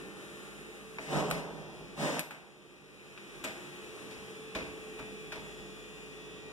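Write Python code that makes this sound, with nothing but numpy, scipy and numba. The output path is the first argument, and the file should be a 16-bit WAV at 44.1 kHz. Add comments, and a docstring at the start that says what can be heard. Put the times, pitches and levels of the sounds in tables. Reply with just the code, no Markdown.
"""A cabinet door in a quiet kitchen is opened and shut: latch rattle, bright ticks, ringing wood, soft thuds.
Drags over wood are dense random slips that drive its modes; soft bumps are short decaying sines.
Behind them: fan whine, weak drone, mains hum, lamp buzz as drifting harmonics, air as shaped noise.
The tiled room rings on as decaying noise; after the brightest click the whole level dips and creeps back.
Two microphone ports of a phone, a hand apart, each lose a late copy of the other, which widens the picture."""
import sys
import numpy as np
from scipy import signal
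from scipy.fft import rfft, irfft
from scipy.io import wavfile
from scipy.ndimage import uniform_filter1d
from numba import njit

SR = 44100
rng = np.random.default_rng(int(sys.argv[2]) if len(sys.argv) > 2 else 0)


def wav_record(signal):
    """Record a signal, one row per channel, as 16-bit PCM in the file named by sys.argv[1]."""
    frames = np.transpose(np.atleast_2d(signal))
    bounded = np.clip(frames, -1, 1)
    # unit amplitude maps onto the largest positive 16-bit level
    quanta = np.round(bounded * 32767).astype(np.int16)
    wavfile.write(sys.argv[1], SR, quanta)


N = 287576

# modes of the wooden carcass, rung by drags and knocks: f/Hz, level/dB, t60/s
WOOD_MODES = [(155, 2, 0.044), (257.3, 4.5, 0.14), (302, 3.5, 0.15), (414, 2, 0.061), (645, -1, 0.15),
              (701, -2.5, 0.13), (774, 6.5, 0.037), (868, 4.5, 0.066), (1120, -7.5, 0.18)]
HZ = np.maximum(np.fft.rfftfreq(N, 1 / SR), 1)
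TIME = np.arange(N) / SR
MAINS_HZ = 50.007
PORT_LAG_S = 1 / 2150


def undb(db):
    """Decibels to gain."""
    return 10 ** (np.asarray(db) / 20)


def over_hz(table, hz=HZ):
    """Read a spectrum table on a log-frequency axis."""
    f, v = np.transpose(table)
    return np.interp(np.log(hz), np.log(f), v)


def over_time(table):
    """Read a (t/s, value) table at every sample."""
    return np.interp(TIME, *np.transpose(table))


def unit(x):
    """Scale to rms 1."""
    return x / np.sqrt(np.mean(x ** 2))


def walk(rate_per_s):
    """Random levels joined smoothly; spread near 1."""
    k = int(SR / rate_per_s)
    knots = rng.standard_normal(N // k + 2)
    return 1.213 * uniform_filter1d(np.interp(np.arange(N) / k, np.arange(N // k + 2), knots), k)


def bands(table, hz=HZ):
    """Gain of resonances (f/Hz, width/Hz, level/dB) summed in power."""
    return np.sqrt(sum(undb(2 * db) / (1 + (2 * (hz - f) / w) ** 2) ** 2 for f, w, db in table))


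def ring(modes, length):
    """Response of decaying modes to one push; neighbours start in opposite directions."""
    t = TIME[:length]
    out = 0
    for k, (f, db, t60) in enumerate(modes):
        out = out + (-1) ** k * undb(db) * np.sin(2 * np.pi * f * t) * 1000 ** (-t / t60)
    return out


def at_ports(pair, alike_most=0.99):
    """Two unrelated spectra as a broad source: ports alike in the bass, unrelated once the gap nears half a wave."""
    alike = alike_most * np.sinc(2 * HZ * PORT_LAG_S)
    mid, side = pair * np.sqrt([1 + alike, 1 - alike])
    return np.array([mid + side, mid - side])


def diffuse(gain):
    """Noise from all sides."""
    return irfft(at_ports(rfft(rng.standard_normal((2, N)))) * gain, N)


def room(x):
    """Reflections from all sides; every octave dies at its own pace; mean port energy 1."""
    # f/Hz, t60/s
    decay_times = [(100, 0.37), (500, 0.59), (2000, 0.56), (5000, 0.51), (13000, 0.33)]
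    tail = 0
    for hz in 42.4 * 2 ** np.arange(9):
        octave = np.clip(1 - abs(np.log2(HZ / hz)), 0, 1) ** .5
        tail = tail + diffuse(octave) * 1000 ** (-TIME / over_hz(decay_times, hz))
    tail = tail * np.minimum(TIME / 0.0019, 1)
    energy = np.mean(np.sum(tail ** 2, axis=1))
    return irfft(rfft(x) * rfft(tail), N) / np.sqrt(energy)


def hum():
    """Mains fundamental, stronger at the front port."""
    # hum before the port shares: t/s, level/dB
    hum_levels = [(0, -77), (.5, -66), (1.8, -67), (2.6, -72), (3.3, -69), (4, -77), (5.2, -61), (5.7, -62),
                  (6.52, -66)]
    tone = np.sqrt(2) * undb(over_time(hum_levels)) * np.sin(2 * np.pi * MAINS_HZ * TIME)
    return np.array([.8 * tone, .3 * tone])


@njit
def stack(step, phase, gain, length):
    """Steady sines whose gains for each port drift, one value every 1024 samples."""
    out = np.zeros((2, length))
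    for k in range(len(step)):
        for c in range(2):
            z, p = np.exp(1j * phase[c, k]), np.exp(1j * step[k])
            for i in range(length):
                j, a = i // 1024, (i % 1024) / 1024
                z *= p
                out[c, i] += z.imag * ((1 - a) * gain[c, k, j] + a * gain[c, k, j + 1])
    return out


def lamps(drift_db=7.5, scatter_db=1.5):
    """Mains buzz; each line swells and fades as the phone moves through the standing waves."""
    # main lines: multiple of the mains (rounded below), level at mid-time/dB, swell/(dB/s)
    buzz_lines = [(17, -69, -0.5), (28, -81.5, -4.5), (29, -72, -0.5), (36, -71, -3.5), (38, -68.5, 1.5),
                  (47, -64, 0), (49, -64, 1), (51, -65, 1.5), (53, -70, -1), (55, -67.5, 0.5),
                  (57, -74.5, 2.5), (61, -74, -1), (63, -76, 2), (64, -72, 0), (68.33, -72, 2),
                  (70.13, -68, 0.74), (72, -71, -1), (74, -79, 4), (104, -100, -3), (114, -74, 0),
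                  (138.6, -73, 1), (143.9, -71.5, 1)]
    # all other multiples: f/Hz, level/dB
    buzz_rest = [(100, -80.5), (1000, -79.5), (2500, -82), (4000, -80.5), (6000, -82.5), (8000, -100),
                 (12000, -105)]
    order = np.arange(2, 242)
    db = over_hz(buzz_rest, order * MAINS_HZ) + scatter_db * np.minimum(rng.standard_normal(len(order)), 1)
    swell = np.zeros(len(order))
    for multiple, line_db, swell_db_per_s in buzz_lines:
        db[round(multiple) - 2], swell[round(multiple) - 2] = line_db, swell_db_per_s
    frames = N // 1024 + 2
    from_middle_s = (np.arange(frames) * 1024 - N / 2) / SR
    drift = uniform_filter1d(rng.standard_normal((2, len(order), frames)), size=11) * np.sqrt(11)
    line_db = db[:, None] + np.outer(swell, from_middle_s) + drift_db * np.minimum(drift, .8)
    phase = 2 * np.pi * rng.random((2, len(order)))
    return stack(2 * np.pi * order * MAINS_HZ / SR, phase, np.sqrt(2) * undb(line_db), N)


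def room_tone():
    """Fan and fridge air with a few hollow resonances, and the lamps, rising and falling together."""
    # air spectrum: f/Hz, relative density/dB per Hz
    air_colour = [(25, -40), (33, -31), (42, -11.5), (55, -9), (75, -16), (100, -22.5), (160, -7),
                  (260, -4), (400, 1.5), (650, -13.5), (1000, -17.5), (1600, -9), (2500, -5), (3500, -16),
                  (5000, -23), (8500, -20.5), (12000, -23), (15500, -33.5)]
    # hollow resonances: f/Hz, width/Hz, lift/dB
    air_peaks = [(141, 32, 9), (197.5, 15, 11.5), (295, 18, 2.5), (605, 7.5, 11), (795, 49, 7.5),
                 (1149, 297, 9), (3890, 460, 7), (6840, 2200, 7), (9700, 1300, 8)]
    # slow changes: t/s, level of air and lamps/dB, air bass lift/dB, air top lift/dB
    steady_levels = [(0, -2, 4.5, 0), (.4, -2, 0.5, 0.5), (1, -3, 1.5, 0), (1.8, 0, 0.5, 0.5),
                     (2.8, -1.5, -2, -1.5), (3.4, -0.5, -2, -0.5), (4, 1.5, -1.5, 0), (4.5, 0, -1.5, -0.5),
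                     (5, 0.5, 0, -0.5), (6.1, -0.5, -1, -0.5), (6.52, 2, -0.5, -2.5)]
    air_db = -48.5
    s, db, bass_db, top_db = np.transpose(steady_levels)
    peaks_db = sum(d / (1 + (2 * (HZ - f) / w) ** 2) for f, w, d in air_peaks)
    gain = undb(over_hz(air_colour) + peaks_db)
    low = 1 / (1 + (HZ / 600) ** 4)
    high = 1 / (1 + (5000 / HZ) ** 4)
    bass = diffuse(gain * np.sqrt(low))
    middle = diffuse(gain * np.sqrt((1 - low) * (1 - high)))
    # the top drifts on its own
    top = undb(np.interp(TIME, s, top_db) + 0.52 * walk(1.66)) * diffuse(gain * np.sqrt(high))
    treble = middle + top
    bass_gain = undb(np.interp(TIME, s, bass_db) + 0.63 * walk(4.743))
    treble_gain = undb(0.67 * walk(13) + 1.9 * walk(1.74))
    air = (bass * bass_gain + treble * treble_gain) / np.std(bass + treble)
    return undb(np.interp(TIME, s, db)) * (undb(air_db) * air + lamps())


def drone():
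    """Weak motor tone under the whine that wavers, comes and goes."""
    # t/s, peak level/dB
    drone_levels = [(0, -54), (.9, -61.5), (1.4, -60), (2.5, -59), (3.1, -61), (3.7, -52.5), (4.1, -64),
                    (5, -68), (6.52, -65)]
    phase = 2 * np.pi * np.cumsum(352.5 + 4.09 * walk(4.5)) / SR
    return undb(over_time(drone_levels) + 1.2 * walk(8.1)) * np.sin([phase, phase - .15])


def whine():
    """Fan blade tone that wavers a little and slowly sags in pitch."""
    # t/s, rms level/dB
    whine_levels = [(0, -61), (.6, -59.5), (1.1, -56), (1.9, -66), (3.7, -67.5), (3.85, -55.5), (4.8, -51),
                    (5.3, -53), (6, -57.5), (6.52, -56)]
    start_hz, sag_hz_per_s = 439.5, 0.9
    phase = 2 * np.pi * np.cumsum(start_hz - sag_hz_per_s * TIME + 1.49 * walk(6.8)) / SR
    gain = np.sqrt(2) * undb(over_time(whine_levels) + 0.43 * walk(8.2))
    return gain * np.sin([phase, phase - .2])


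def bumps(cycles=5.3):
    """Soft low bumps as the door settles: sines that fall 60 dB within a few cycles."""
    # t/s, level before decay and soft onset/dB, f/Hz
    bump_list = [(3.408, -43, 300), (3.423, -53, 260), (3.51, -38, 384), (4.563, -40, 300),
                 (4.578, -41.5, 200), (5.004, -57, 65), (5.385, -41, 200), (4.007, -44, 300),
                 (4.038, -46, 322), (4.053, -44, 260), (4.065, -49, 304), (4.126, -44, 380),
                 (4.166, -49, 220), (5.005, -39, 270), (5.029, -42, 190)]
    out, length = np.zeros(N), SR // 10
    onset = np.minimum(TIME[:length] / .001, 1)
    for s, db, hz in bump_list:
        i = int(s * SR)
        out[i:i + length] += ring([(hz, db, cycles / hz)], length) * onset
    return out


def drags():
    """Dense uneven slips shake the wood, boom in the hollow carcass and hiss at the contact."""
    # start/s, attack/s, stop/s, level/dB, sag/(dB/s), hiss/dB, boom/dB, boom step at the stop/dB,
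    # singing panel f/Hz, panel/dB, floor rumble/dB; hiss, boom, panel and rumble are relative to level
    drag_list = [(0.995, 0.026, 1.4, -53.5, 4, 6.5, -18, -6, 260, -18, -24),
                 (1.075, 0.097, 1.21, -34.5, 6, -7, -9, 4.5, 430, -12.5, -21.5),
                 (1.955, 0.085, 2.195, -37.5, 41, 1.5, -9, 1.5, 260, -11, -34)]
    # rub and hiss spectrum: f/Hz, relative density/dB per Hz
    drag_colour = [(100, -18), (160, -4.5), (260, 1), (400, 0), (650, 2), (1000, -1.5), (1600, -5),
                   (2500, -19.5), (3500, -24.5), (5000, -29), (8500, -28), (12000, -41), (15500, -45)]
    slips_per_s, judder_per_s, judder_db = 1500, 95, -7  # judder: hard slips among the fine ones
    boom_hz, boom_width_hz = 153, 26
    rise_db, uneven_db, panel_sag_db_per_s = 16.5, 0.5, 42
    # after the stop: level step, fall rate, the boom's own fall rate, extra hiss step
    settle_db, settle_db_per_s, settle_boom_db_per_s, settle_hiss_db = -7, 34, 29, -12

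    force = undb(2.7 * np.minimum(rng.exponential(size=N), 3))
    fine = rng.standard_normal((2, N)) * force * (rng.random(N) < slips_per_s / SR)
    judder = unit(-undb(1.3 * rng.standard_normal(N)) * (rng.random(N) < judder_per_s / SR))
    slips = unit(fine) + undb(judder_db) * judder * np.array([[1], [.3]])
    slips = slips + .8 * rng.standard_normal((2, N))
    slips = at_ports(rfft(slips)) / (1 + (142 / HZ) ** 16)  # spectra from here on

    colour = undb(over_hz(drag_colour))
    body = irfft(slips * colour / (1 + (HZ / 1800) ** 8), N)
    wood = irfft(slips * rfft(ring(WOOD_MODES, SR // 2), N), N)
    rub = undb(uneven_db * walk(44.6)) * unit(unit(body) + 0.053 * unit(wood))
    boom = unit(irfft(slips * bands([(boom_hz, boom_width_hz, 0)]), N))
    hiss = unit(diffuse(colour / (1 + (2000 / HZ) ** 8)))
    rumble = unit(diffuse(bands([(49.7, 24, -1.2), (84, 32, -0.36)]) / (1 + (33 / HZ) ** 6)))

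    out = 0
    for (start_s, attack_s, stop_s, db, sag_db_per_s, hiss_db, boom_db, boom_step_db,
         panel_hz, panel_db, rumble_db) in drag_list:
        panel = unit(irfft(slips * bands([(panel_hz, 32, 0)]), N))
        panel = undb(panel_db + 3.3 * walk(19.2)) * panel
        # rise, sag while sliding, then a step down and a fading rumble
        rise = np.clip((TIME - start_s) / attack_s, 0, 1)
        sliding = np.clip(TIME - start_s - attack_s, 0, stop_s - start_s - attack_s)
        stopped = np.clip((TIME - stop_s) / 0.011, 0, 1)
        after = np.maximum(TIME - stop_s, 0)
        level_db = db - rise_db * (1 - rise) ** 2 - sag_db_per_s * sliding
        level_db = level_db + settle_db * stopped - settle_db_per_s * after
        hiss_gain = undb(hiss_db + settle_hiss_db * stopped)
        boom_gain = undb(boom_db + boom_step_db * stopped + (settle_db_per_s - settle_boom_db_per_s) * after)
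        panel_gain = undb(-panel_sag_db_per_s * (sliding + after))
        parts = rub + panel_gain * panel + undb(rumble_db) * rumble + hiss_gain * hiss + boom_gain * boom
        out = out + np.minimum(4 * rise, 1) * undb(level_db) * parts
    return out


def knocks():
    """Each blow: a rattle of the latch, a bright tick, the ring of the wood and a thud through the floor."""
    # t/s, click/dB, wood/dB, tick/dB, tick f/Hz, thud/dB, thud f/Hz, rattle decay/s, latch tilt/(dB/octave);
    # wood, tick and thud are relative to click
    blows = [(0.9843, -30, -10, -27, 5720, -35, 55, 0.0061, -8.5),
             (1.3025, -29.5, -15, -5, 9000, -40, 52, 0.0018, -4),
             (1.3113, -19.5, -20, -5, 10290, -32, 52.8, 0.0022, -2.5),
             (2.1931, -21, -26, 0, 11700, -53, 54.5, 0.0021, -4.5),
             (2.3081, -26.5, -21, -11, 8150, -52, 55, 0.0049, -7.5),
             (3.176, -34.5, -27, -40, 6050, -40, 55, 0.005, -2.5),
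             (3.4382, -32, -8.5, -6.5, 7540, -46, 55, 0.013, -3.5),
             (4.1102, -42, -10.5, -12, 5600, -40, 70, 0.0053, 1),
             (4.17, -55.5, -7, -20, 5600, -6, 72, 0.0054, -1),
             (4.5493, -29, -4.5, -12.5, 6500, -18, 58, 0.0091, -2.5),
             (4.607, -39, -6, -27, 5640, -12.5, 67.5, 0.0044, -4),
             (4.655, -55, -16, -25, 5640, -1, 70, 0.005, -3),
             (4.988, -41.5, -2, -15, 7000, -25, 67.4, 0.018, -6),
             (5.319, -34.5, -6.5, -15, 5900, -38, 55.3, 0.016, -3),
             (5.357, -45, 1.5, -8, 6050, -16, 67.3, 0.0062, -1),
             (5.378, -46.5, -5, -22, 6000, -25, 60, 0.0052, -2),
             (5.589, -44.5, -2.5, -21, 5500, -11, 50, 0.0045, 1)]
    # latch resonances: f/Hz, width/Hz, level/dB
    latch_bands = [(1620, 750, 0.5), (2340, 620, 8.5), (3560, 2600, -0.5)]
    # tick resonances: f/Hz, width/Hz, level/dB
    tick_bands = [(6000, 3300, -7.5), (8300, 3400, -1.5), (11400, 5600, -4.5)]
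    # room against the blow, set by the time of the blow: t/s, level/dB
    room_share = [(1, -7), (2.2, 0), (3.1, -9), (3.5, 4.5), (5.6, -3)]
    rattle_rise = 0.17  # share of the rattle decay
    thud_s, thud_room_db = 0.017, -9

    near, far, length = np.zeros((2, N)), np.zeros(N), SR // 2
    t, hz = TIME[:length], np.fft.rfftfreq(length, 1 / SR)
    thin = 1 / (1 + (400 / np.maximum(hz, 1)) ** 4)  # small metal parts give no bass
    damped_wood = ring([(f, db, 0.28 * t60) for f, db, t60 in WOOD_MODES], length)
    for s, click_db, wood_db, tick_db, tick_hz, thud_db, thud_hz, rattle_s, tilt_db in blows:
        decay = np.minimum(t / (rattle_rise * rattle_s), 1) * np.exp(-t / rattle_s)
        energy = np.sqrt(np.sum(decay ** 2))
        # loose parts bounce unevenly
        bounces = np.interp(t * 260, np.arange(140), rng.standard_normal(140))
        chatter = undb(3.8 * np.minimum(t / 0.011, 1) * bounces)

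        latch = bands(latch_bands, hz) * undb(tilt_db * np.log2(np.maximum(hz, 700) / 2000))
        tick = bands(tick_bands + [(tick_hz, 1500, 2)], hz)
        metal = (unit(latch) + undb(tick_db) * unit(tick)) * thin
        rattle = irfft(rfft(rng.standard_normal(length)) * metal, length) * decay * chatter
        rattle = irfft(rfft(rattle) * thin, length)
        # bounces share out the energy of the blow
        rattle = rattle * energy * np.sqrt(np.mean(metal ** 2) / np.sum(rattle ** 2))
        # the walls hear the rattle as one short snap of the same colour and energy
        snap = np.roll(irfft(metal, length), 64) * energy

        # the door beds in: a soft push with a chattering tail
        push_decay = np.exp(-t / 0.0057) + 0.26 * chatter * np.exp(-t / 0.034)
        push = rng.standard_normal(length) * np.minimum(t / 0.0059, 1) * push_decay
        wood = signal.fftconvolve(push, damped_wood)[:length]
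        wood = undb(wood_db) * wood / wood.max()
        thud = np.sin(2 * np.pi * thud_hz * t) * t * np.exp(-t / thud_s)
        thud = undb(thud_db) * thud / thud.max()

        i = int(s * SR)
        lag = rng.integers(0, 12)  # samples; the rear port hears it later
        direct = undb(click_db) * (rattle + wood + thud)
        near[0, i:i + length] += direct
        near[1, i + lag:i + lag + length] += direct
        far_gain = undb(click_db + np.interp(s, *np.transpose(room_share)))
        far[i:i + length] += far_gain * (snap + wood + undb(thud_room_db) * thud)
    return near, far


def dip():
    """Gain that drops quickly, holds, and climbs back evenly in dB."""
    start_s, depth_db = 2.197, -7.5
    fall_s, hold_s, recover_s = 0.025, 0.37, 0.82
    corners_s = np.cumsum([0, fall_s, hold_s, recover_s])
    return undb(np.interp(TIME - start_s, corners_s, [0, depth_db, depth_db, 0]))


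def scene():
    """Sound at the two ports: direct sources, their room and the background, all under the dip."""
    near, far = knocks()
    drag, bump = drags(), bumps()
    direct = near + bump + drag
    reflected = room(far + bump + undb(-4.0) * drag[0])
    background = room_tone() + whine() + drone() + hum()
    return dip() * (direct + reflected + background)


def record(dry):
    """Each port loses a late copy of the other; the bass that this thins is lifted again; the top is cut."""
    # rear port response: f/Hz, gain/dB
    rear_port = [(100, 0.5), (400, 0.7), (900, -0.6), (1500, -1), (5400, -6.5), (6000, -1), (10000, -7),
                 (15000, 0)]
    # late share of the other port: f/Hz, share (linear)
    cross_share = [(100, 0.69), (1000, 0.92), (5400, 0.91), (6000, 0.26), (9000, 0.082), (12000, .05)]
    # right channel over left: f/Hz, lift/dB
    right_lift = [(30, 4), (60, 0.8), (125, 4), (300, 1.5), (600, 2), (1200, -1)]
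    top_hz = 15800
    front, rear = rfft(dry)
    rear = rear * undb(over_hz(rear_port))
    late = over_hz(cross_share) * np.exp(-2j * np.pi * HZ * PORT_LAG_S)
    lift = 0.67 * np.sqrt(1 + (450 / np.maximum(HZ, 110)) ** 2)
    left = front - late * rear
    right = (rear - late * front) * undb(over_hz(right_lift))
    wide = irfft(lift * np.array([left, right]), N)
    return signal.sosfilt(signal.ellip(10, .2, 70, top_hz, fs=SR, output="sos"), wide)


dry = scene()
out = record(dry)
wav_record(out)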